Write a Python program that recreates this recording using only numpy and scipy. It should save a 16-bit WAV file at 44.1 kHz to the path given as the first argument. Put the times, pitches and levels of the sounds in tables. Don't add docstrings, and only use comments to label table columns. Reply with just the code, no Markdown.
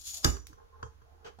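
import sys
import numpy as np
from scipy import signal
from scipy.fft import rfft, irfft, next_fast_len
from scipy.io import wavfile
from scipy.ndimage import map_coordinates

SR = 44100
rng = np.random.default_rng(int(sys.argv[2]) if len(sys.argv) > 2 else 0)


def transcribe(signal):
    frames = np.atleast_2d(signal).T
    limited = np.clip(frames, -1, 1)
    pcm = np.round(limited * 32767).astype(np.int16)
    wavfile.write(sys.argv[1], SR, pcm)


N = 61739
T = np.arange(N) / SR
SHIMMER_DB, SHIMMER_RATE_HZ = 2.5, 110


def amp(db):
    return 10 ** (np.asarray(db) / 20)


def unit_rms(x):
    return x / np.sqrt(np.mean(x ** 2) + 1e-20)


def curve_at(points, hz):
    frequencies, values = np.transpose(points)
    return np.interp(np.log(hz + 1), np.log(frequencies + 1), values)


def envelope(points):
    times, levels = np.transpose(points)
    return np.where((T >= times[0]) & (T <= times[-1]), amp(np.interp(T, times, levels)), 0)


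def strike(start_s, t60_s, rise_s=0.00013, hold_s=0):
    age = np.maximum(T - start_s, 0)
    return (1 - np.exp(-age / rise_s)) * amp(-60 * np.maximum(age - hold_s, 0) / t60_s)


def pan(db):
    return amp(np.array([[.5], [-.5]]) * db)


def wobble(rate_hz):
    return map_coordinates(rng.standard_normal(8192), [T * rate_hz], mode="wrap")


def slips(per_s):
    return (rng.random(N) < per_s / SR) * rng.standard_normal((2, N))


def resonance(f, hz, width_hz):
    return 1j * f * width_hz / (hz * hz - f * f + 1j * f * width_hz)


def filtered(x, response):
    size = next_fast_len(N + SR // 2)
    return irfft(rfft(x, size) * response(np.fft.rfftfreq(size, 1 / SR)), size)[..., :N]


# frequency_hz, correlation
COHERENCE = [(60, 0.36), (250, 0.31), (600, -0.58), (2000, -0.34), (5000, -0.27), (10000, 0.52)]
def stereo_angle(hz):
    return np.arccos(np.clip(curve_at(COHERENCE, hz), -1, 1))


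def spread(pair, response):
    def shares(f):
        angle = stereo_angle(f) / 2
        return np.array([np.cos(angle), np.sin(angle)])
    mid, side = filtered(pair, lambda f: response(f) * shares(f))
    return unit_rms(np.array([mid + side, mid - side]))


def noise(spectrum):
    return spread(rng.standard_normal((2, N)), lambda f: amp(curve_at(spectrum, f)))


def ring(modes, start_s, rise_s=.0006, drift_rad=0.16, shimmer_db=SHIMMER_DB):
    out = np.zeros((2, N))
    for hz, db, t60_s in modes:
        offset = stereo_angle(hz) * np.array([[-.5], [.5]])
        gain = amp(db + shimmer_db * wobble(SHIMMER_RATE_HZ)) * strike(start_s, t60_s, rise_s)
        out += gain * np.sin(2 * np.pi * hz * (T - start_s) + offset + drift_rad * wobble(60))
    return out


# frequency_hz, level_db
AIR_SPECTRUM = [(20, -2.5), (60, 6), (130, -12), (250, -17.5), (450, -16), (1400, -17), (2200, -25.5),
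                (7000, -30), (8000, -43.5), (10000, -36.5), (16000, -39.5)]
def background():
    hum = spread(rng.standard_normal((2, N)), lambda f: resonance(f, hz=77.4, width_hz=7) ** 2)
    return amp(-63.5) * noise(AIR_SPECTRUM) + amp(-61.5) * hum


# time_s, level_db
SCRAPE_LEVELS = [(0, -53), (.018, -49), (.032, -55.5), (.076, -38.5), (.104, -40.5), (.132, -46),
                 (.146, -37.5), (.162, -44), (.173, -38.5), (.2, -51), (.235, -52), (.25, -93)]
# frequency_hz, level_db
SCRAPE_SPECTRUM = [(200, -25.5), (500, -28.5), (1200, -18.5), (1900, -18), (3400, -4), (5700, -5.5),
                   (6900, -2), (7700, -8.5), (10000, -9.5), (14000, -13.5), (16000, -20.5)]
# pitch_hz, width_hz, level_db
TAB_RESONANCES = [(3450, 200, -9.5), (4150, 160, -4), (4706, 180, -6.5), (5400, 201.4, -6),
                  (6176, 550, -6.5), (6670, 200, -2.5), (6975, 140, 1), (7070, 200, -7), (8100, 77, -7.5),
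                  (9780, 251, -8.5), (11400, 340, -14), (13600, 520, -14)]
def scrape():
    def tab(f):
        return sum(amp(db) * abs(resonance(f, hz, width)) ** 2 for hz, width, db in TAB_RESONANCES)
    hiss = spread(slips(per_s=8200), lambda f: amp(curve_at(SCRAPE_SPECTRUM, f)))
    singing = spread(slips(per_s=8200), tab)
    return pan(3.5) * envelope(SCRAPE_LEVELS) * unit_rms(hiss + amp(4) * singing)


# time_s, level_db
FLEX_LEVELS = [(.1, -83), (.2, -68), (.4, -96.5), (.445, -69), (.48, -73), (.52, -68.5), (.55, -75),
               (.59, -58.5), (.64, -62), (.69, -74), (.75, -59), (.8, -59.5), (.87, -50), (.93, -114),
               (1.02, -68), (1.17, -72), (1.24, -63), (1.35, -67)]
# pitch_hz, width_hz, level_db
FLEX_RESONANCES = [(456.1, 28, 2.5), (859, 23, -0.5), (1050, 27, 1), (1480, 530, -13.5)]
def flex():
    def lid(f):
        peaks = sum((-1) ** k * amp(db) * resonance(f, hz, width)
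                    for k, (hz, width, db) in enumerate(FLEX_RESONANCES))
        return peaks / (1 + (f / 1800) ** 8)
    return envelope(FLEX_LEVELS) * spread(slips(per_s=1500), lid)


# start_s, length_s, start_hz, end_hz, level_db, roughness_rad
CREAK_GLIDES = [(0.124, 0.14, 812, 562, -62.5, 1.34), (0.273, 0.12, 412, 389, -49.5, 0.21),
                (0.487, 0.048, 319.4, 309, -60.5, 0.88), (0.723, 0.049, 1049, 1060, -59, 0.61),
                (1.044, 0.2, 663, 825, -65.5, 1.6), (1.11, 0.14, 341.4, 360, -71.5, 0.77)]
def creaks():
    out = np.zeros((2, N))
    for start_s, length_s, start_hz, end_hz, db, roughness_rad in CREAK_GLIDES:
        progress = np.clip((T - start_s) / length_s, 0, 1)
        phase = 2 * np.pi * np.cumsum(start_hz + (end_hz - start_hz) * progress) / SR
        arch = np.sqrt(abs(np.sin(np.pi * progress)))
        gain = amp(db + SHIMMER_DB * wobble(SHIMMER_RATE_HZ)) * arch
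        jitter = roughness_rad * np.array([wobble(170), wobble(170)])
        out += gain * np.sin(phase + jitter)
    return out


# frequency_hz, level_db
CRACK_SPECTRUM = [(100, -17.5), (300, -8.5), (600, -4.5), (1400, -7), (2400, -18.5), (2870, -13.5),
                  (3400, -10), (4200, -11), (4900, 0), (5700, -6), (6900, -8.5), (8700, -14.5),
                  (11000, -26), (13000, -18.5), (16000, -33)]
# frequency_hz, level_db
WASH_SPECTRUM = [(88, -36), (150, -10.5), (259, -4.5), (361, -5.5), (398, -5), (494, -11.5), (1690, -19.5),
                 (3160, -28.5), (5460, -24.5), (5790, -13), (6390, -27.5), (6910, -9.5), (7770, -32),
                 (11700, -29.5), (16000, -41)]
# pitch_hz, level_db, t60_s
CAN_MODES = [(228.7, -4, 0.16), (286, -11.5, 0.33), (348.7, -8.5, .22), (502.7, -10.5, .1), (636, -9, .1),
             (829, -3.5, .15), (1225, -6.5, 0.27), (1288, 7, 0.073), (1511, -4, .12), (1640, 0.5, .17),
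             (2869, -6.5, 0.18), (3646, -5, .15), (4823, -6.5, .24), (5330, -5, .11), (5905, -8.5, 0.46),
             (7010, -3, 0.31), (8504, -22, 0.26), (12430, -12, .06)]
def snap(start_s=.2448):
    creep = envelope([(start_s - 0.015, -33), (start_s, -15.5)])
    tear = strike(start_s, t60_s=0.014, hold_s=0.0045)
    crack = amp(-19.5) * noise(CRACK_SPECTRUM) * (creep + tear)
    wash = amp(-25.5) * noise(WASH_SPECTRUM) * strike(start_s, t60_s=0.25, rise_s=0.0028)
    low = [(hz, db, t60_s) for hz, db, t60_s in CAN_MODES if hz < 2000]
    high = [(hz + split_hz, db - 6, t60_s) for hz, db, t60_s in CAN_MODES[len(low):]
            for split_hz in 22 * rng.standard_normal(4)]
    ringing = ring(low, start_s, drift_rad=0.22) + ring(high, start_s, drift_rad=0.64)
    return pan(2.5) * crack + wash + amp(-30) * ringing


# start_s, level_db
JOLTS = [(0.254, -19.5), (0.499, -57), (.838, -45.5), (1.388, -55)]
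# pitch_hz, level_db, t60_s
TABLE_MODES = [(58.3, -6.5, 0.41), (79.3, 1, .2), (120.5, 1, 0.1), (165, -9, 0.15)]
def thumps():
    return sum(amp(db) * ring(TABLE_MODES, start_s, rise_s=0.0019, drift_rad=0.45, shimmer_db=0)
               for start_s, db in JOLTS)


# start_s, level_db, tilt_db_per_octave, ring_db
CONTACTS = [(.367, -43, 3.5, -17.5), (.529, -55.5, 2.5, -1), (0.8279, -35, -1.5, -7.5),
            (1.0172, -59.5, -4.5, -1)]
# frequency_hz, level_db
KNOCK_SPECTRUM = [(60, -24), (130, -21), (250, -10.5), (460, -2.5), (680, -19), (1080, 3.5), (1350, -2.5),
                  (1620, 0), (2100, -24), (3050, -15), (3800, -27), (4700, -15), (5200, -25.5), (6000, -15),
                  (8300, -34.5), (14000, -45.5)]
# pitch_hz, level_db, t60_s
LID_MODES = [(111, 2, 0.17), (447.8, -3.5, 0.23), (1042, -0.5, 0.08), (1298, -1.5, 0.076),
             (1370, -2, 0.041), (1534, -5.5, .045), (3100, -28.5, 0.3), (3240, -15, 0.13),
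             (4737, -24, 0.14), (6100, -16, 0.1)]
def knocks():
    out = np.zeros((2, N))
    for start_s, db, tilt, ring_db in CONTACTS:
        spectrum = [(hz, level_db + tilt * np.log2(hz)) for hz, level_db in KNOCK_SPECTRUM]
        hit = strike(start_s, t60_s=.03, rise_s=.0007, hold_s=0.0021)
        tail = amp(-26.5) * strike(start_s, t60_s=.2)
        contact = noise(spectrum) * (hit + tail)
        out += amp(db) * (contact + amp(ring_db) * ring(LID_MODES, start_s))
    return out


# start_s, level_db
CATCHES = [(0.4693, -36)]
# frequency_hz, level_db
TICK_SPECTRUM = [(300, -37), (1500, -4), (3000, -3), (6500, 5), (8000, -7), (16000, -6.5)]
def tick():
    out = np.zeros((2, N))
    for start_s, db in CATCHES:
        click = strike(start_s, t60_s=0.0061, rise_s=.0001)
        tail = amp(-21.5) * strike(start_s, t60_s=.25)
        out += amp(db) * noise(TICK_SPECTRUM) * (click + tail)
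    return out


# time_s, level_db
SKID_LEVELS = [(.83, -66), (.858, -65), (.88, -71), (.92, -83.5), (.97, -90)]
def skid():
    hiss = spread(slips(per_s=8200), lambda f: resonance(f, hz=6230, width_hz=1400) ** 2)
    return envelope(SKID_LEVELS) * hiss


# frequency_hz, level_db
BRUSH_SPECTRUM = [(88, -42), (150, -13.5), (330, -17.5), (430, 3.5), (560, -10.5), (850, -5.5),
                  (1000, -15.5), (1270, -8.5), (2200, -19), (2900, -15), (3130, -11.5), (3400, -23),
                  (4700, -21.5), (5200, -26), (6100, -21.5), (8500, -43.5), (10000, -67), (15000, -58)]
def brush():
    def lid(f):
        return sum(amp(db) * resonance(f, hz, np.log(1000) / np.pi / t60_s)
                   for hz, db, t60_s in LID_MODES)
    friction = spread(slips(per_s=9000), lambda f: amp(curve_at(BRUSH_SPECTRUM, f)))
    ringing = spread(slips(per_s=9000), lid)
    stroke = strike(start_s=1.244, t60_s=.11, rise_s=0.0049, hold_s=.038)
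    return amp(-46) * (friction + amp(-10) * ringing) * stroke


# frequency_hz, level_db
TAP_SPECTRUM = [(60, -1.5), (250, -5), (500, -7), (750, 5), (1100, -9), (1500, -10), (2100, -28),
                (3100, -20), (6000, -27.5), (15000, -41)]
def tap():
    return amp(-48.5) * noise(TAP_SPECTRUM) * strike(start_s=1.387, t60_s=0.107, rise_s=0.00033)


def room(direct):
    tail = rng.standard_normal((2, N)) * strike(start_s=0.0021, t60_s=0.28)
    return signal.fftconvolve(direct, tail / np.linalg.norm(tail[0]), axes=1)[:, :N]


def scene():
    direct = scrape() + flex() + creaks() + snap() + thumps()
    direct += knocks() + tick() + skid() + brush() + tap()
    return direct + amp(-12) * room(direct) + background()


# frequency_hz, left_minus_right_db
PORT_BALANCE = [(35, -12.5), (70, -5.5), (130, -3.5), (250, -8), (600, -2), (2000, -1), (6000, -0.5),
                (12000, 3)]
def record(dry):
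    return filtered(dry, lambda f: pan(curve_at(PORT_BALANCE, f)) * (f < 15850))


dry = scene()
out = record(dry)
transcribe(out)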